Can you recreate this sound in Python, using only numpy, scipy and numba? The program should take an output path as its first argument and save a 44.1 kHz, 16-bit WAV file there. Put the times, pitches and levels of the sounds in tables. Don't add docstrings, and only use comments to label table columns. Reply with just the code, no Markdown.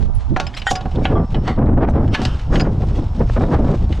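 import sys
import numpy as np
from scipy import signal
from scipy.fft import rfft, irfft
from scipy.io import wavfile
from scipy.ndimage import uniform_filter1d, minimum_filter1d
from numba import njit

SR = 44100
rng = np.random.default_rng(int(sys.argv[2]) if len(sys.argv) > 2 else 0)


def master_out(mix):
    frames = np.transpose(np.atleast_2d(mix))
    ceiling = np.clip(frames, -1, 1)
    pcm = np.round(ceiling * 32767).astype(np.int16)
    wavfile.write(sys.argv[1], SR, pcm)


N = 176400


def undb(db):
    return 10 ** (np.asarray(db) / 20)


def clock():
    return np.arange(N) / SR


def curve(rows):
    return np.interp(clock(), *np.array(rows).T)


def swells(rows):
    t = clock()
    return sum(undb(db) * np.exp(-.5 * ((t - at) / width) ** 2) for at, width, db in rows)


def unit(x):
    return x / np.std(x)


def on_octaves(hz, points):
    f, db = np.array(points).T
    return np.interp(np.log(np.maximum(hz, 1)), np.log(f), db)


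def equalise(x, points):
    hz = np.fft.rfftfreq(len(x), 1 / SR)
    return unit(irfft(rfft(x) * undb(on_octaves(hz, points)), len(x)))


def noise(points, size=N):
    return equalise(rng.standard_normal(size), points)


def walk(hz, size=N):
    k = max(int(SR / hz), 2)
    return unit(uniform_filter1d(uniform_filter1d(rng.standard_normal(size), k), k))


def steady(x, span_s):
    return x / np.sqrt(uniform_filter1d(x * x, int(span_s * SR)) + 1e-9)


def fade(t, t60):
    return np.exp(-np.log(1000) * t / t60)


def add(out, at, x):
    i = int(at * SR)
    out[i:i + len(x)] += x[:N - i]


def echo(x, t60):
    t = clock()[:SR // 3]
    tail = rng.standard_normal(len(t)) * fade(t, t60)
    return signal.fftconvolve(x, tail / np.linalg.norm(tail))[:N]


# frequency in Hz, relative level in dB.
AIR_SPECTRUM = [(60, 18.5), (250, -10.5), (500, 0), (800, 12.5), (1500, -2.5), (3000, -70.5), (6000, -23.5),
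                (12000, -47.5)]

def open_air():
    return undb(-41) * noise(AIR_SPECTRUM)


# time in seconds, level in dB.
WHISTLE_LEVEL = [(0.6, -70), (0.9, -63.5), (1.5, -60.5), (1.7, -74), (2.3, -57), (2.7, -71), (2.9, -58.5),
                 (4.0, -66)]

def whistle():
    hz = 5370 + 35 * walk(280)
    return np.sin(2 * np.pi * np.cumsum(hz) / SR) * undb(curve(WHISTLE_LEVEL) + 2 * walk(13))


# time in seconds, relative level in dB.
RUMBLE_LEVEL = [(0.0, -19), (0.04, -15.5), (0.14, -25), (0.17, -11.5), (0.21, -27), (0.26, -24),
                (0.32, -19), (0.39, -22.5), (0.41, -29), (0.47, -23.5), (0.52, -37.5), (0.63, -27),
                (0.68, -29), (0.73, -11.5), (0.78, -26.5), (0.87, -24), (1.2, -10.5), (1.28, -28),
                (1.35, -13), (1.47, -25), (1.7, -12), (2.37, -20), (2.39, -28), (2.51, -14), (2.75, -21),
                (2.88, -17), (3.13, -20.5), (3.15, -25), (3.2, -16), (3.48, -16.5), (3.5, -36.5),
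                (3.55, -11), (3.71, -18.5), (3.73, -22.5), (3.82, -15), (4.0, -21)]
BUFFET_LEVEL = [(0.0, -31), (0.02, -25), (0.08, -34), (0.1, -26), (0.12, -47), (0.26, -47), (0.32, -25),
                (0.36, -29.5), (0.7, -48.5), (0.71, -33), (0.83, -36), (0.87, -23), (0.91, -43),
                (0.98, -12.5), (1.06, -24), (1.1, -14.5), (1.2, -11.5), (1.25, -19.5), (1.27, -63),
                (1.29, -31.5), (1.38, -17), (1.4, -26), (1.45, -25), (1.5, -17.5), (1.56, -33), (1.58, -14),
                (1.63, -14.5), (1.71, -15), (1.83, -10.5), (1.86, -17.5), (1.89, -16.5), (1.93, -22),
                (1.96, -12), (2.04, -18), (2.09, -18), (2.16, -26), (2.19, -13.5), (2.45, -40.5),
                (2.53, -17), (2.93, -24.5), (2.95, -27.5), (2.99, -18), (3.13, -36), (3.22, -14),
                (3.29, -38.5), (3.3, -23), (3.355, -49), (3.372, -14.5), (3.49, -20.5), (3.55, -15),
                (3.72, -16), (3.8, -33), (3.84, -15.5), (3.87, -36), (3.92, -17.5), (3.97, -44),
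                (4.0, -20.5)]
# frequency in Hz, relative level in dB.
RUMBLE_SPECTRUM = [(8, -7), (22, 3.5), (42, 1), (70, 0.5), (110, -4.5), (170, -17), (300, -34),
                   (700, -87.5)]
BUFFET_SPECTRUM = [(50, -30), (110, 4), (200, 0.5), (350, -7), (700, -15), (1400, -31.5), (2800, -53.5),
                   (6000, -76.5), (12000, -100.5)]

def wind():
    gust_db, trim_db = curve(BUFFET_LEVEL), 1.5
    rumble = steady(noise(RUMBLE_SPECTRUM), span_s=0.064) * undb(curve(RUMBLE_LEVEL) + trim_db)
    eddies = undb(2 * (walk(hz=87) - 0.74))
    flow = steady(noise(BUFFET_SPECTRUM), span_s=0.029)
    lows = signal.sosfiltfilt(signal.butter(2, 450, fs=SR, output="sos"), flow)
    highs = (flow - lows) * eddies * undb(0.43 * (gust_db + 19))
    return rumble + (lows + highs) * undb(gust_db + trim_db) * eddies


# peak time in seconds, width in seconds, relative level in dB.
PUFFS = [(1.117, 0.0081, -17), (1.591, 0.0017, -14.5), (1.623, 0.0022, -31), (1.675, 0.01, -22),
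         (1.703, 0.0022, -21.5), (1.735, 0.008, -26.5), (1.777, 0.0022, -17.5), (1.812, 0.008, -17),
         (1.837, 0.011, -5.5), (1.878, 0.0046, -16), (1.889, 0.0024, -8), (1.909, 0.0024, -18),
         (1.938, 0.0016, -24), (1.975, 0.021, -21), (2.046, 0.0024, -22.5), (2.539, 0.012, -13),
         (2.661, 0.016, -20.5), (3.218, 0.0066, -17.5), (3.299, 0.0014, -12.5), (3.367, 0.0039, -16),
         (3.375, 0.0071, -15.5), (3.413, 0.003, -13.5), (3.438, 0.0046, -9.5), (3.547, 0.019, -10.5),
         (3.684, 0.0082, -18.5), (3.73, 0.0017, -23.5)]
# frequency in Hz, relative level in dB.
PUFF_SPECTRUM = [(100, -44.5), (300, 5), (700, -1.5), (1500, -9.5), (3000, -29), (6000, -47), (12000, -123)]

def puffs():
    pops_per_s = 1400
    pops = (rng.random(N) < pops_per_s / SR) * rng.choice([-1, 1], N) * undb(2 * rng.standard_normal(N))
    crackle = equalise(pops, PUFF_SPECTRUM) + 0.5 * noise(PUFF_SPECTRUM)
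    return swells(PUFFS) * steady(crackle, span_s=0.02) * undb(-7)


# peak time in seconds, width in seconds, level in dB.
THUMPS = [(0.328, 0.013, -14.5), (0.732, 0.012, -16.5), (2.576, 0.0082, -22)]

def thumps():
    hz = 172
    boom = noise([(hz / 8, -30), (hz / 2, -6), (hz, 0), (hz * 2, -10), (hz * 20, -90)])
    return swells(THUMPS) * steady(boom, span_s=0.098)


# peak time in seconds, width in seconds, relative level in dB.
STROKES = [(.015, 0.032, -41), (0.194, 0.023, -40), (.45, 0.17, -46.5), (.87, 0.2, -46.5),
           (1.14, 0.048, -47), (1.33, 0.033, -43), (1.451, 0.027, -48), (2.05, 0.069, -49),
           (2.35, 0.11, -46.5), (2.74, 0.2, -54), (2.972, 0.14, -44.5), (3.2, 0.041, -42.5),
           (3.318, 0.036, -38.5), (3.43, 0.035, -38.5), (3.53, 0.031, -40.5), (3.699, 0.064, -41),
           (3.822, 0.022, -41), (3.97, 0.058, -41)]
# frequency in Hz, relative level in dB.
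CLOTH_SPECTRUM = [(500, 13.5), (1500, 7), (3500, 4), (6000, -4), (8000, -10), (10500, -22), (14000, -37)]

def rustle():
    weave = undb(2.5 * walk(hz=37) + 2.5 * walk(hz=400))
    return noise(CLOTH_SPECTRUM) * (swells(STROKES) * weave + undb(-59)) * undb(-3.5)


def glove_ticks():
    ticks_per_s, hz = 12, 3730
    t = clock()[:SR // 10]
    slips = (rng.random(N) < ticks_per_s / SR) * undb(-51 + 2 * rng.standard_normal(N))
    tick = noise([(hz / 4, -25), (hz, 0), (hz * 2, -22), (hz * 4, -45)], len(t)) * fade(t, t60=0.032)
    return signal.fftconvolve(slips, tick)[:N]


def contact_colour(hz):
    depth_db, spacing_hz = 3, 185.7
    return depth_db * (np.interp(hz / spacing_hz, np.arange(400), rng.standard_normal(400)) - .3)


# peak time, rise and fall in seconds, level in dB, centre in Hz.
SCRAPES = [(.47, 0.002, 0.011, -47, 4400), (0.542, 0.0035, 0.0086, -31.5, 1770),
           (0.572, 0.0045, 0.016, -25.5, 2230), (0.677, 0.0077, 0.0076, -23.5, 2900),
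           (0.715, 0.0083, 0.015, -15.5, 5300), (.718, 0.002, 0.022, -23, 780),
           (0.756, 0.0011, 0.0071, -19, 3900), (1.055, 0.014, 0.021, -31, 2500),
           (1.482, 0.014, 0.031, -24.5, 1300), (1.899, 0.0067, 0.008, -46, 5730),
           (2.148, 0.0075, 0.0084, -19.5, 2770), (2.151, 0.012, 0.089, -23, 1570),
           (2.235, 0.031, 0.016, -36, 4330), (2.546, 0.017, 0.051, -37, 3560),
           (2.96, 0.01, 0.02, -42.5, 3500), (3.435, 0.013, 0.017, -46, 3600)]

def scrapes():
    out, t = np.zeros(N), clock()
    grit = np.exp(0.058 * walk(hz=900))
    hz, width_oct = np.geomspace(200, 16000, 400), 0.7
    tilt_db = -10 * np.log10(hz) - 20.5 * np.maximum(np.log2(hz / 8200), 0)
    for at, rise, fall, db, centre in SCRAPES:
        hump_db = -9 * np.hypot(1, np.log2(hz / centre) / width_oct)
        tone_db = hump_db + tilt_db + 1.8 * contact_colour(hz)
        envelope = np.exp(-np.maximum((at - t) / rise, (t - at) / fall))
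        out += undb(db) * envelope * noise(list(zip(hz, tone_db)))
    return out * grit / np.sqrt(np.mean(grit ** 2))


def strike(t):
    return 1 - np.exp(-t / .0003)


# frequency in Hz, relative level in dB, 60 dB decay in seconds.
HANDLE_MODES = [(797, 4.5, 0.06), (1464, 6, 0.08), (1680, 0, 0.039), (1880, 1.5, 0.18), (3110, -9, 0.67),
                (3420, -11, 0.12), (3800, -11, 0.063), (6900, -14, 0.12), (7600, -26, 0.18),
                (7946, -26, .12), (8400, -39, 0.19), (8893, -29, 0.14)]
JAW_MODES = [(4400, 2, 0.04), (4750, 7, 0.052), (5090, 16, 0.06), (5330, -3, 0.06), (7260, 6, 0.034),
             (7740, -18, 0.048), (9800, -25, 0.11)]
PIPE_MODES = [(1170, 9.5, 0.23), (3170, -19, 0.25), (3330, -14, 0.13), (5394, -32.5, 1)]
NUT_MODES = [(10480, -5, 0.13), (10400, -16, .05), (13650, -18, .08)]
# start in seconds, relative level in dB, undamped time in seconds, pitch ratio.
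HANDLE_CLINKS = [(.668, -10, 0.025, 1), (.677, -23, 0.007, 1.04), (.688, -20.5, 0.0076, 1)]
JAW_CLINKS = [(.468, -43.5, 0.022, 1.01), (.549, -49, 0.01, 0.99), (.597, -53, .012, 0.98),
              (.717, -36.5, .02, 0.54), (.756, -29.5, 0.023, 0.985), (2.232, -49, 0.014, 0.95),
              (2.596, -43, 0.01, 0.96), (2.61, -39, .05, 0.97)]
PIPE_CLINKS = [(1.154, -25, .3, 1)]
NUT_CLINKS = [(.150, -41.5, .03, 0.99), (.572, -54, .03, 1.1), (2.84, -58, .05, 1.01)]

def clinks(cues, modes, chatter):
    out, t = np.zeros(N), clock()[:SR // 2]
    grip_s, chatter_hz, swing_hz = 0.018, 420, 50
    for at, db, free, pitch in cues:
        envelope = strike(t) * np.exp(-np.maximum(t - free, 0) / grip_s)
        for hz, mode_db, t60 in modes:
            wobbling_hz = hz * pitch + chatter * swing_hz * walk(chatter_hz, len(t))
            flutter_db = chatter * 2.5 * walk(chatter_hz, len(t))
            partial = np.sin(2 * np.pi * (np.cumsum(wobbling_hz) / SR + rng.random()))
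            add(out, at, undb(db + mode_db + flutter_db) * fade(t, t60) * envelope * partial)
    return out


def ring(modes, t):
    return sum(undb(db) * fade(t, t60) * np.sin(2 * np.pi * (hz * t + rng.random()))
               for hz, db, t60 in modes)


KNOCK_HZ = [800, 1700, 3100, 5600]

def knock_eq(hz, bands):
    low_cut = 4 * np.maximum(np.log2(600 / hz), 0)
    high_cut = 28 * np.maximum(np.log2(hz / 6000), 0)
    return on_octaves(hz, list(zip(KNOCK_HZ, bands))) - low_cut - high_cut


# start in seconds, then relative level in dB at each of the four EQ points.
KNOCKS = [(0.363, -16, -9.5, -26, -36), (0.367, -12, -17, -22, -26), (0.399, -17, -18.5, -17, -20.5),
          (0.467, -33, -35, -23, -52), (0.618, -41, -37, -26.5, -41.5), (0.7098, -12, -14, -12, -26),
          (0.7145, -6, -26, -34, -34), (0.7537, -20.5, -17.5, -19, -30), (0.761, -22.5, -23, -25, -36),
          (0.809, -28.5, -45, -33.5, -44), (0.855, -24, -36, -41, -52), (0.914, -36, -60, -36.5, -65),
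          (0.957, -46, -62, -30.5, -54), (1.053, -13.5, -11.5, -8.5, -36), (1.345, -28, -30.5, -23, -50),
          (1.477, -21.5, -30, -27, -38.5), (2.078, -44, -39, -40, -51), (2.148, -12, -4, -7, -16.5),
          (2.152, -16, -6, -11.5, -21), (2.217, -22.5, -33, -23, -28), (2.251, -29, -23, -18.5, -21.5),
          (2.395, -69, -35.5, -36.5, -44.5), (2.556, -37.5, -19.5, -22, -38.5), (2.598, -35, -21, -23, -37),
          (2.604, -31, -26, -30, -32.5), (2.819, -31.5, -40, -43, -53), (3.925, -68, -31, -32.5, -42)]
# frequency in Hz, relative level in dB, 60 dB decay in seconds.
CASE_MODES = [(570, -9, 0.19), (684, -5, 0.067), (745, 2, 0.17), (795, 1, 0.088), (887, -5.5, 0.13),
              (990, -7, 0.049), (1110, -8.5, 0.17), (1418, -10, 0.18), (1534, -10.5, 0.11),
              (1692, -6.5, 0.12), (2496, -11.5, 0.083), (2950, -9.5, .1), (3870, -6.5, 0.061),
              (4327, -4, 0.054)]

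def knocks():
    out, t = np.zeros(N), clock()[:SR // 2]
    hz = np.maximum(np.fft.rfftfreq(len(t), 1 / SR), 20)
    pink = np.sqrt(SR / 2 / (hz * np.log(2)))
    crack, tail = undb(0.5) * fade(t, t60=0.044), undb(-21.5) * fade(t, t60=0.25)
    detune, spread_db = 0.0067, 2.5
    for at, *bands in KNOCKS:
        white = rfft(rng.standard_normal(len(t)))
        clatter = irfft(white * undb(knock_eq(hz, bands) + contact_colour(hz)) * pink, len(t))
        modes = [(f * (1 + detune * rng.standard_normal()),
                  db + knock_eq(f, bands) + spread_db * rng.standard_normal(), t60)
                 for f, db, t60 in CASE_MODES]
        hit = clatter * (crack + tail) + undb(-2.5) * ring(modes, t)
        add(out, at, hit * strike(t))
    return out


# time in seconds, relative gain of the side signal.
WIDTH = [(0, 0.95), (.38, 1), (.5, 0.39), (.75, 0.31), (.95, 0.1), (1.25, 0.02)]

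def scene():
    tool = (knocks() + scrapes() + glove_ticks()
            + clinks(HANDLE_CLINKS, HANDLE_MODES, chatter=0.43)
            + clinks(JAW_CLINKS, JAW_MODES, chatter=1)
            + clinks(PIPE_CLINKS, PIPE_MODES, chatter=0.065)
            + clinks(NUT_CLINKS, NUT_MODES, chatter=1.5))
    gusts = wind() + puffs() + thumps()
    wall = undb(-33) * echo(tool, t60=0.35)
    mid = tool + wall + gusts + rustle() + open_air() + whistle()
    side = undb(-16) * echo(tool, t60=0.013)
    side += undb(-5) * echo(gusts, t60=0.02) - 0.16 * gusts
    side += undb(-10.5) * (rustle() + open_air())
    side *= curve(WIDTH) * np.clip((1.5 - clock()) * 20, 0, 1)
    return np.array([mid + side, mid - side])


@njit
def follow(x, up, down):
    y, e = np.empty(len(x)), 0.
    for i in range(len(x)):
        e += (x[i] - e) * (up if x[i] > e else down)
        y[i] = e
    return y


def record(dry):
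    threshold, ceiling, top_hz = .58, .72, 15200
    attack_s, release_s = 0.00017, 0.047
    peak = -minimum_filter1d(-abs(dry).max(axis=0), size=129)
    held = follow(peak, 1 / (1 + attack_s * SR), 1 / (1 + release_s * SR))
    limited = dry * uniform_filter1d(threshold / np.maximum(held, threshold), size=65)
    rounded = limited / (1 + (limited / ceiling) ** 8) ** (1 / 8)
    return signal.sosfilt(signal.ellip(8, .2, 70, top_hz, fs=SR, output="sos"), rounded)


dry = scene()
out = record(dry)
master_out(out)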